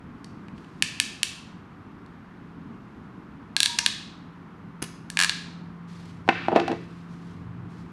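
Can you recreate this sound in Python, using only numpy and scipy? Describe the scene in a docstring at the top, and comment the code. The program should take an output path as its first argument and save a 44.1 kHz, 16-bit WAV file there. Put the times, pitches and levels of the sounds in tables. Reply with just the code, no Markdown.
"""Ratcheting crimp pliers in a workshop.

The pliers are squeezed on a cable terminal: the pawl clicks over its teeth and rings the steel,
the terminal squeaks, the jaws slip off. The ratchet runs through once more as the handles spring
open; the pliers clatter on the work top, and a rough, ringing wash lingers after the knocks.
Hands rub over cable and grips. Behind it: room air, a low rumble, a swelling drone, a faint hum."""
import sys
import numpy as np
from scipy import signal
from scipy.fft import rfft, irfft
from scipy.io import wavfile
from scipy.ndimage import uniform_filter1d

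SR = 44100
rng = np.random.default_rng(int(sys.argv[2]) if len(sys.argv) > 2 else 0)


def generate_wav(sig):
    """Save sig (samples, or channels by samples) to the path in sys.argv[1] as 16-bit PCM at SR."""
    pcm = np.round(np.clip(np.atleast_2d(sig).T, -1, 1) * 32767).astype(np.int16)
    wavfile.write(sys.argv[1], SR, pcm)


N = 349272
TIME_S = np.arange(N) / SR
FREQ_HZ = np.fft.rfftfreq(N, 1 / SR)

# Blows. A hard one tilts towards the treble; the spot struck favours one band.
# (time [s], contact time [s], relative energy [dB], tilt [dB/octave], favoured frequency [Hz])
RATCHET_CLICKS = [(.2444, .0015, -21.5, 2.5, 5000), (.4839, .001, -25, -5, 2400),
                  (.5797, 0.0037, -28.5, -4, 2950), (.6455, 0.0026, -30, -4.5, 2850),
                  (.8235, 0.0012, 9.5, 1.5, 2610), (1.0004, .0009, 9.5, 3, 2740),
                  (1.2313, 0.00088, 8, 4, 2870), (2.0626, 0.0009, -35, -0.5, 4000),
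                  (3.5657, 0.00086, 7.5, 0.6, 4100), (3.6039, .0008, 10, 3.4, 3800),
                  (3.6313, .0008, 10, 4, 3750), (3.6593, 0.00066, 7.5, 2, 3750),
                  (3.7877, 0.0024, 8.5, -0.2, 5600), (3.8621, 0.0016, 11, 0.5, 3600),
                  (5.1013, .0009, -8.5, 4.5, 1600), (5.1718, 0.00053, 5, -2, 2370),
                  (5.2951, 0.00067, 5.5, -1.5, 4000)]  # pawl and jaws
JAW_SLIPS = [(4.8205, 0.0078, -3.5, -0.5, 1200), (4.825, 0.0017, 2.5, -0.3, 9000),
             (4.8335, 0.0029, -1, -1, 200), (4.84, 0.0036, -10, 3, 3000)]
BENCH_KNOCKS = [(6.2782, 0.0015, -2, 1.5, 850), (6.289, 0.003, 16.5, 1.4, 2130),
                (6.4838, 0.0019, 10, 0, 875), (6.5172, 0.0037, 4, -1, 695), (6.527, 0.0066, 10, -3.5, 700),
                (6.553, 0.0086, 3, -1, 3800), (6.5603, 0.0072, 18.5, 1.3, 468),
                (6.5755, 0.0054, 9.7, -0.5, 730), (6.588, 0.0077, 2, -1.5, 1400),
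                (6.5985, 0.003, 3.5, 2, 4200), (6.6155, .0024, 3.5, -1, 330), (6.6795, 0.0026, 3, 5, 706),
                (6.696, 0.02, 7, -2.5, 380), (6.7165, .003, -0.5, 4.5, 550), (6.727, 0.0045, 2.5, -.3, 444)]  # pliers land, tip over, settle

# Spectral outlines of the bodies: (frequency [Hz], relative level [dB])
PLIERS_OUTLINE = [(100, -31), (500, -20), (1000, -7.5), (1450, -12), (1650, 0), (1900, -5.5), (2400, -1),
                  (4500, -5), (6000, -7.5), (10600, -12), (11800, -24.5), (13600, -28.5), (15000, -42.5),
                  (16500, -55.5)]  # steel damped by the hand
TERMINAL_OUTLINE = [(40, -22), (130, 4), (340, 1), (560, -15.5), (1200, -10.5), (10500, -27), (12000, -28),
                    (16000, -46)]  # terminal with cable
BENCH_OUTLINE = [(60, -48.5), (160, -8), (230, 2.5), (300, -1), (400, -1.5), (560, -4.5), (800, -2),
                 (1100, -10), (1500, -12.5), (2800, -20), (4500, -30), (7000, -43), (11000, -57),
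                 (16000, -84)]
# Their resonances: (frequency [Hz], bandwidth [Hz], peak re outline [dB])
PLIERS_MODES = [(1726, 120, 10.5), (2430, 250, -1.5), (2840, 180, 4.5), (3670, 280, 2.5), (4170, 140, 4),
                (4480, 222, 6.5), (4960, 300, -7), (5886, 740, -3.5), (7300, 490, 1), (8650, 498, 4.5),
                (10360, 670, -1.5)]
TERMINAL_MODES = [(193, 32, 7.5), (2760, 500, 6), (5000, 330, 9), (6310, 400, 9), (10000, 520, 16)]
BENCH_MODES = [(341.3, 12.6, 13), (446, 5.5, 5), (686, 82, 4.6), (770, 60, 4), (1494, 11, 8),
               (1975, 7.5, 6), (2616, 63, 9.5), (3500, 10.4, 6)]
# The pliers ring higher with the handles wide open: (time [s], mode frequency factor [1])
GRIP_TUNING = [(1.3, 1.025), (3.5, 0.94), (3.9, .99), (5.1, 0.98)]

# Envelopes: (start [s], length [s], level [dB])
TERMINAL_SQUEAKS = [(3.66, .085, -43.5), (3.785, 0.061, -41.5)]  # one per push
KNOCK_TAILS = [(6.295, 0.17, -38.5), (6.48, 0.21, -46), (6.67, 0.026, -38)]
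HAND_RUBS = [(.13, 0.39, -77), (.55, 0.63, -67), (2.65, 0.41, -78.5), (5.87, 0.22, -57.5),
             (6.25, 0.76, -63.5), (7.08, 0.26, -63.5), (7.68, 0.14, -63.5)]
# Noise spectra: (frequency [Hz], relative level [dB])
KNOCK_TAIL_SPECTRUM = [(200, -25), (780, -4), (1000, -4), (1420, -1), (1650, 1), (2000, -7), (2280, 0),
                       (2630, -2), (3100, -6.5), (4600, -14.5), (6000, -31), (11000, -53), (16000, -53)]
RUB_SPECTRUM = [(500, -35.5), (2000, 1), (4400, -1.5), (6500, -8), (10500, -17), (13000, -28),
                (16000, -52.5)]
AIR_SPECTRUM = [(15, -48), (25, -19), (82, -9), (114, -6), (166, -2), (195, -1), (285, -4), (317, -8.5),
                (476, -17.5), (531, -24), (1100, -16), (1480, -20.5), (2160, -28.5), (8500, -55.5),
                (13000, -59.5), (14500, -81)]  # room air and far rumble

# Slow drift of the rumble: (time [s], gain [dB])
RUMBLE_DRIFT = [(.2, 1.5), (1.6, -2), (2.3, 1), (4.3, -2.5), (7, -0.5), (7.9, 1)]
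# Swells of the drone: (start [s], length [s], level [dB], centre [Hz])
DRONE_SWELLS = [(5.854, 0.97, -45.5, 112.4), (7.28, 0.403, -41, 107.5)]
# Reflections from nearby surfaces: (delay [s], gain [1])
REFLECTIONS = [(.0021, 0.081), (.0086, .07), (0.0129, .04)]
# Reverberation decay: (frequency [Hz], T60 [s])
REVERB_T60 = [(200, 1.14), (800, 0.07), (2000, 0.69), (4500, 0.6142), (8000, 0.48), (12000, 0.4)]
# Reverberation strength: (frequency [Hz], gain [dB])
REVERB_GAIN = [(200, -12), (800, -9), (1700, -6.5), (2800, -8.5), (4300, -6.5), (7000, -7.5), (10000, -13),
               (14000, -14.5)]
# Microphone response: (frequency [Hz], gain [dB])
MIC_RESPONSE = [(100, -1), (12500, -0.5), (16000, -7)]


def ratchet():
    """Pawl and jaws strike and ring the steel pliers."""
    return gain_of(1.18) * blows(RATCHET_CLICKS + tooth_run(), PLIERS_OUTLINE, PLIERS_MODES,
                                 chatter=0.62, room_share=0.27, favour_db=7.5, favour_octaves=0.34,
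                                 tuning=GRIP_TUNING)


def tooth_run(start_s=5.1904, teeth=6, step_s=0.0111, contact_s=0.0015):
    """Blow rows for the pawl running over its teeth as the handles spring open, each a little weaker."""
    first_db, fade_db_per_s, tilt_db_per_octave, favoured_hz = 7, 20.5, 0, 1296
    return [(start_s + t, contact_s, first_db - fade_db_per_s * t, tilt_db_per_octave, favoured_hz)
            for t in step_s * np.arange(teeth)]


def jaw_slip():
    """The jaws scrape off, ringing terminal and cable."""
    return gain_of(-1.1) * blows(JAW_SLIPS, TERMINAL_OUTLINE, TERMINAL_MODES, chatter=0.91,
                                 room_share=0.68, favour_db=7, favour_octaves=0.84)


def clatter():
    """Steel head and plastic grips knock on the work top."""
    return gain_of(-0.5) * blows(BENCH_KNOCKS, BENCH_OUTLINE, BENCH_MODES, chatter=0.57,
                                 room_share=1.0, favour_db=7.5, favour_octaves=1.0)


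def blows(rows, outline, modes, chatter, room_share, favour_db, favour_octaves, tuning=None):
    """Impulses with contact chatter ring a body. Returns (direct, room send with modes x room_share)."""
    size = 16384
    t, hz = np.arange(size) / SR, np.fft.rfftfreq(size, 1 / SR)
    direct_and_send = np.zeros((2, N))
    for start_s, contact_s, energy_db, tilt_db_per_octave, favoured_hz in rows:
        octaves = np.log2((hz + 1) / favoured_hz)
        spot_db = favour_db * np.exp(-(octaves / favour_octaves) ** 2)
        outline_power = gain_of(curve_at(outline, hz) + tilt_db_per_octave * octaves + spot_db) ** 2
        shift = 1 if tuning is None else np.interp(start_s, *np.transpose(tuning))
        peaks = sum(gain_of(db) ** 2 / (1 + (2 * (hz - mode_hz * shift) / width_hz) ** 2)
                    for mode_hz, width_hz, db in modes)
        force = chatter * rng.standard_normal(size) * np.exp(-t / max(contact_s, 6e-4))
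        force[0] += 1
        push = rfft(force)
        # Flattened: chatter spreads the blow in time without colouring it.
        push /= minimum_phase(np.sqrt(uniform_filter1d(abs(push) ** 2, 161)))
        for mix, share in zip(direct_and_send, (1, room_share)):
            body = minimum_phase(unit_rms(np.sqrt(outline_power * (1 + share * peaks))))
            add(mix, start_s, gain_of(energy_db) * irfft(push * body))
    return direct_and_send


def knock_tail():
    """A rough, ringing wash lingers after the knocks."""
    level = strokes(KNOCK_TAILS, rise_s=0.063, release_s=0.024)
    return level * gain_of(0.9 * wander(rate_hz=120)) * noise(KNOCK_TAIL_SPECTRUM)


def squeak(pitch_hz=970, sag_hz=27.3):
    """The terminal under load: a thin, unsteady tone that sags as it gets louder."""
    level = strokes(TERMINAL_SQUEAKS, rise_s=0.04, release_s=0.035)
    hz = pitch_hz - sag_hz * level / level.max()
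    hz *= 1 + 0.003 * wander(rate_hz=50)
    return level * gain_of(3.3 * wander(rate_hz=50)) * tone(hz)


def hands():
    """Skin slides over rubber: a soft, uneven hiss."""
    level = strokes(HAND_RUBS, rise_s=0.027, release_s=0.094)
    return level * gain_of(1.5 * wander(rate_hz=50)) * noise(RUB_SPECTRUM)


def workshop(direct, send, build_s=0.0057):
    """Direct sound, near reflections and a diffuse tail with a decay time per band."""
    hz, t, noise_bands = signal.stft(rng.standard_normal(SR), SR, nperseg=256)
    onset = 1 - np.exp(-(t / build_s) ** 2)
    envelope = onset * gain_of(-60 * t / curve_at(REVERB_T60, hz)[:, None])
    band_energy = SR * np.mean(envelope ** 2, axis=1, keepdims=True)
    envelope *= gain_of(curve_at(REVERB_GAIN, hz))[:, None] / np.sqrt(band_energy)
    _, tail = signal.istft(noise_bands * envelope, SR, nperseg=256)
    heard = direct + signal.fftconvolve(send, tail)[:N]
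    for delay_s, gain in REFLECTIONS:
        add(heard, delay_s, gain * direct)
    return heard


def room_air(level_db=-43.5, rumble_below_hz=450):
    """Steady air noise whose low end, the far rumble, wavers."""
    air = gain_of(level_db) * noise(AIR_SPECTRUM)
    rumble = signal.sosfiltfilt(signal.butter(2, rumble_below_hz, fs=SR, output="sos"), air)
    drift_db = np.interp(TIME_S, *np.transpose(RUMBLE_DRIFT)) + 1.4 * wander(rate_hz=6)
    return air + (gain_of(drift_db) - 1) * rumble


def drone(centre_hz=97, level_db=-59):
    """A faint, deep noise band with two slightly higher swells."""
    sound = gain_of(level_db) * noise_band(centre_hz)
    for *stroke, swell_hz in DRONE_SWELLS:
        sound += strokes([stroke], rise_s=0.18, release_s=0.15) * noise_band(swell_hz)
    return sound


def hum(pitch_hz=170.6, rise_at_s=3.73, rise_s=1.8, quiet_db=-56.5, loud_db=-42):
    """A wavering low tone that comes up half-way through and stays."""
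    hz = pitch_hz + 0.6 * wander(rate_hz=2)
    level = np.interp(TIME_S, [rise_at_s, rise_at_s + rise_s], gain_of([quiet_db, loud_db]))
    return level * gain_of(0.63 * wander(rate_hz=6)) * tone(hz)


def strokes(rows, rise_s, release_s):
    """Summed envelopes: linear rise, hold, exponential release."""
    level = np.zeros(N)
    for start_s, length_s, db in rows:
        attack = np.clip((TIME_S - start_s) / rise_s, 0, 1)
        release = np.exp(-np.maximum(TIME_S - start_s - length_s, 0) / release_s)
        level += gain_of(db) * attack * release
    return level


def tone(hz):
    """Unit-rms sine following a pitch curve."""
    return np.sqrt(2) * np.sin(2 * np.pi * np.cumsum(hz) / SR)


def noise(spectrum):
    """Unit-rms noise from a spectrum table."""
    return shaped_noise(gain_of(curve_at(spectrum, FREQ_HZ)))


def noise_band(centre_hz, spread_hz=28):
    """Unit-rms noise around one pitch."""
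    return shaped_noise(np.exp(-((FREQ_HZ - centre_hz) / spread_hz) ** 2))


def wander(rate_hz):
    """Unit-rms random motion, rolled off above rate_hz."""
    return shaped_noise(1 / (1 + (FREQ_HZ / rate_hz) ** 4))


def shaped_noise(gains):
    """White noise weighted per frequency bin, at unit rms."""
    return unit_rms(irfft(rfft(rng.standard_normal(N)) * gains, N))


def minimum_phase(gains):
    """Spectrum of the promptest causal response with these gains."""
    cepstrum = irfft(np.log(np.maximum(gains, gains.max() * 1e-5)))
    half = len(cepstrum) // 2
    cepstrum[1:half] *= 2
    cepstrum[half + 1:] = 0
    return np.exp(rfft(cepstrum))


def curve_at(points, hz):
    """Interpolates a table over log frequency."""
    points_hz, values = np.transpose(points)
    return np.interp(np.log(hz + 1), np.log(points_hz + 1), values)


def gain_of(db):
    """Decibels to amplitude."""
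    return 10 ** (np.asarray(db) / 20)


def unit_rms(x):
    """Scales to rms 1."""
    return x / np.sqrt(np.mean(x ** 2) + 1e-20)


def add(mix, start_s, sound):
    """Mixes a sound in at start_s."""
    part = mix[max(round(start_s * SR), 0):][:len(sound)]
    part += sound[:len(part)]


def near_mono(mix, side_db=-2, split_hz=11300):
    """Two channels that differ only in the top treble."""
    highpass = signal.ellip(8, 1, 60, split_hz, "high", fs=SR, output="sos")
    side = gain_of(side_db) * signal.sosfilt(highpass, mix)
    return np.array([mix + side, mix - side])


def scene():
    """Blows through the room; all other layers added dry."""
    direct, send = ratchet() + jaw_slip() + clatter()
    foreground = workshop(direct, send) + knock_tail() + squeak() + hands()
    return near_mono(foreground + room_air() + drone() + hum())


def record(dry):
    """Soft peak limiting, microphone treble fall, band limit."""
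    ceiling, cutoff_hz = 1.1, 16500
    rounded = dry / (1 + (dry / ceiling) ** 4) ** 0.25
    coloured = irfft(rfft(rounded) * gain_of(curve_at(MIC_RESPONSE, FREQ_HZ)), N)
    lowpass = signal.firwin(255, cutoff_hz, window=("kaiser", 9), fs=SR)
    return signal.oaconvolve(coloured, lowpass[None], "same")


dry = scene()
out = record(dry)
generate_wav(out)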